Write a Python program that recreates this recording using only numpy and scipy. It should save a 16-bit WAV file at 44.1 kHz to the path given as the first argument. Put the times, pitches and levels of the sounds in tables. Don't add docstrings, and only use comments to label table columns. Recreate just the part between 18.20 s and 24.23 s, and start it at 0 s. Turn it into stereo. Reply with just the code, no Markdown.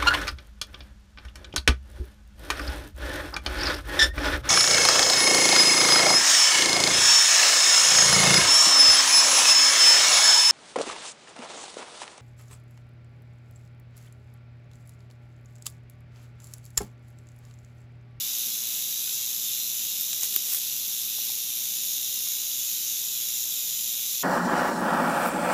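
import sys
import numpy as np
from scipy import signal
from scipy.fft import rfft, irfft, next_fast_len
from scipy.io import wavfile
from scipy.ndimage import map_coordinates

SR = 44100
rng = np.random.default_rng(int(sys.argv[2]) if len(sys.argv) > 2 else 0)


def generate_wav(sig):
    pcm = np.round(np.clip(np.atleast_2d(sig).T, -1, 1) * 32767).astype(np.int16)
    wavfile.write(sys.argv[1], SR, pcm)


N = 265923

# middle in seconds, extra swings a second, half length in seconds.
HARDER_SHAKES = [(2.153, 2.85, 0.37), (3.946, 3.09, .42)]
# time in seconds, level in dB.
RATTLE_LEVELS = [(0, -31.5), (.9, -32), (1.4, -32.5), (3.1, -32), (6, -32)]
# frequency in Hz, level in dB.
BASE_TONE = [(100, -67), (600, -48), (1750, -27.5), (2500, -12), (2950, -7.5), (3200, -7.5), (3450, -2.5),
             (3720, 0.7), (4200, -5), (4450, -10), (4950, -7), (6500, -11.5), (9000, -27)]
# frequency in Hz, level in dB.
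TIP_TONE = [(100, -76), (2000, -36.5), (4450, -22), (5000, -8.5), (5800, 0), (7300, 1), (8200, -7),
            (9200, -8.5), (10400, -4), (11700, 2), (12700, 0), (13600, -3), (14800, -2)]

def rattle(t):
    extra_hz = sum(hz * np.exp(-((t - s) / length) ** 2) for s, hz, length in HARDER_SHAKES)
    swing_hz = (59.3 + extra_hz) * (1 + 0.0064 * wobble(25.0))
    phase = 2 * np.pi * np.cumsum(swing_hz) / SR
    lopsided = np.clip(0.28 + 0.093 * extra_hz, 0, 1)
    turns = lopsided * np.cos(phase) + (1 - lopsided) * np.cos(2 * phase)
    level_db, = curves(RATTLE_LEVELS, t)
    force_db = level_db + 1.9 * turns + 0.32 * wobble(11)
    base_hits = amp(0.56 * wobble(200) + 0.28 * wobble(10)) * contacts(rate=8000, scatter_db=1.5)
    tip_hits = amp(0.18 * wobble(250)) * contacts(rate=11000, scatter_db=2.0)
    base = amp(force_db - 5.0) * coloured(base_hits, BASE_TONE)
    tip = amp(force_db + 4.0) * coloured(tip_hits, TIP_TONE)
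    return base + tip

def shifting_shells(buzz, swell_db=1.5, patch_hz=128.9, patch_s=0.12):
    hz, t, spectrum = signal.stft(buzz, SR, nperseg=1024)
    grid = np.meshgrid(hz / patch_hz, t / patch_s, indexing="ij")
    patches = map_coordinates(rng.standard_normal((512, 512)), grid, mode="wrap")
    return signal.istft(spectrum * amp(swell_db * patches), SR, nperseg=1024)[1][:N]

# time in seconds, weakened frequency in Hz, boost or cut in dB of a band below it.
GROUND_ECHO = [(.2, 8400, -3), (1.3, 8370, 1), (2.2, 8400, -0.5), (2.7, 8200, -4), (3.6, 7850, 2),
               (4.2, 7830, 3), (5.2, 8070, 3)]

def ground_echo(buzz, dip_db=-9, dip_width_hz=235, lift_below_hz=1060, lift_width_hz=270):
    hz, t, spectrum = signal.stft(buzz, SR, nperseg=1024)
    dip_hz, lift_db = curves(GROUND_ECHO, t)
    dip = dip_db / (1 + ((hz[:, None] - dip_hz) / dip_width_hz) ** 2)
    lift = lift_db / (1 + ((hz[:, None] - dip_hz + lift_below_hz) / lift_width_hz) ** 2)
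    return signal.istft(spectrum * amp(dip + lift), SR, nperseg=1024)[1][:N]

# start in seconds, level in dB, pitch in Hz,
# length of the tear in seconds, boost or cut of the crack in dB.
STEM_SNAPS = [(1.8108, -13, 13600, 0.0011, -15), (1.931, -21, 7160, 0.0012, 2.5),
              (2.0325, -14.5, 6500, 0.0026, -2), (2.1624, -3.5, 14000, 0.001, -9),
              (2.335, -14, 12100, .001, -11), (2.346, -17, 11700, 0.0031, -7)]
# frequency in Hz, level in dB.
CRACK_TONE = [(100, -31), (250, -15), (1200, -5.5), (2000, -4.5), (4000, 3.5), (9000, 0), (15000, -4.5)]

def snapping_stems(t):
    out = np.zeros(N)
    for start, db, hz, length, crack_db in STEM_SNAPS:
        age = np.maximum(t - start, 0)
        burst = np.sin(np.pi * np.minimum(age / length, 1))
        tear = burst * np.sin(2 * np.pi * hz * age + 0.75 * wobble(2500))
        fade = amp(crack_db - 7 - 60 * age / 0.02) * (age > 0)
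        crack = fade * coloured(rng.standard_normal(N), CRACK_TONE)
        out += amp(db) * (tear + crack)
    return out

# middle in seconds, level in dB, half length in seconds.
LEAF_BRUSHES = [(1.805, -31.5, 0.024), (2.036, -24, 0.02), (2.15, -26.5, 0.021), (2.308, -26.5, 0.045),
                (2.355, -24.5, 0.027)]
# frequency in Hz, level in dB.
LEAF_TONE = [(40, -43), (220, -20), (450, -7.5), (900, -16), (1700, -6.5), (4000, -4), (8000, 6),
             (12000, 4), (15000, 13)]

def brushing_leaves(t):
    power = sum(amp(db) ** 2 * np.exp(-((t - s) / length) ** 2) for s, db, length in LEAF_BRUSHES)
    return np.sqrt(power) * coloured(contacts(rate=8000, scatter_db=4.5), LEAF_TONE)

# start in seconds, level in dB, pitch in Hz, seconds to fade by 60 dB.
SOFT_KNOCKS = [(0.265, -46, 234, 0.12), (.879, -45, 1470, .04), (1.932, -38, 700, 0.0098),
               (2.035, -41, 520, 0.011), (2.1613, -35, 397, 0.022), (2.329, -42, 1100, .012),
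               (2.985, -32.5, 890, 0.006), (3.099, -40, 810, .02), (4.067, -44, 1150, .012)]

def soft_knocks(t):
    out = np.zeros(N)
    for start, db, hz, fade_s in SOFT_KNOCKS:
        age = np.maximum(t - start, 0)
        rise = 1 - np.exp(-age / 0.00019)
        ring = np.sin(2 * np.pi * hz * age + 0.81 * wobble(400))
        out += amp(db - 60 * age / fade_s) * rise * ring
    return out

# frequency in Hz, level in dB.
NIGHT_TONE = [(25, 1), (50, -6), (85, -8), (112, 0.5), (135, 2), (165, -2), (200, 0), (270, -5), (650, -11),
              (1400, -9.5), (2500, -10), (6000, -34)]

def night_rumble(t, settle_s=1.7):
    level_db = -56.3 + 2.5 * np.exp(-t / settle_s)
    return amp(level_db) * coloured(rng.standard_normal(N), NIGHT_TONE)

def amp(db):
    return 10 ** (np.asarray(db) / 20)

def unit(x):
    return x / np.sqrt(np.mean(x ** 2) + 1e-20)

def curves(rows, t):
    times, *columns = np.transpose(rows)
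    return [np.interp(t, times, column) for column in columns]

def wobble(rate):
    return map_coordinates(rng.standard_normal(int(N * rate / SR) + 4), [np.arange(N) * rate / SR])

def coloured(x, tone):
    size = 4096
    hz, db = np.transpose(tone)
    gain = amp(np.interp(np.log(np.fft.rfftfreq(size, 1 / SR) + 1), np.log(hz), db))
    cepstrum = irfft(np.log(gain))
    cepstrum[1:size // 2] *= 2
    cepstrum[size // 2 + 1:] = 0
    ring = irfft(np.exp(rfft(cepstrum)))
    return unit(signal.fftconvolve(x, ring)[:N])

def contacts(rate, scatter_db):
    hit = rng.random(N) < rate / SR
    return unit(hit * rng.choice([-1, 1], N) * amp(scatter_db * rng.standard_normal(N)))

def scene():
    t = np.arange(N) / SR
    snake = ground_echo(shifting_shells(rattle(t)))
    mono = snake + snapping_stems(t) + brushing_leaves(t) + soft_knocks(t) + night_rumble(t)
    return np.array([mono, mono])

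def record(dry):
    low_cut_hz, top_hz = 100, 15310
    thin = signal.sosfilt(signal.butter(3, low_cut_hz, "high", fs=SR, output="sos"), dry)
    size = next_fast_len(N + SR // 2)
    hz = np.fft.rfftfreq(size, 1 / SR)
    gain = np.clip((top_hz - hz) / 150 + 0.5, 0, 1)
    return irfft(rfft(thin, size) * gain, size)[:, :N]

dry = scene()
out = record(dry)
generate_wav(out)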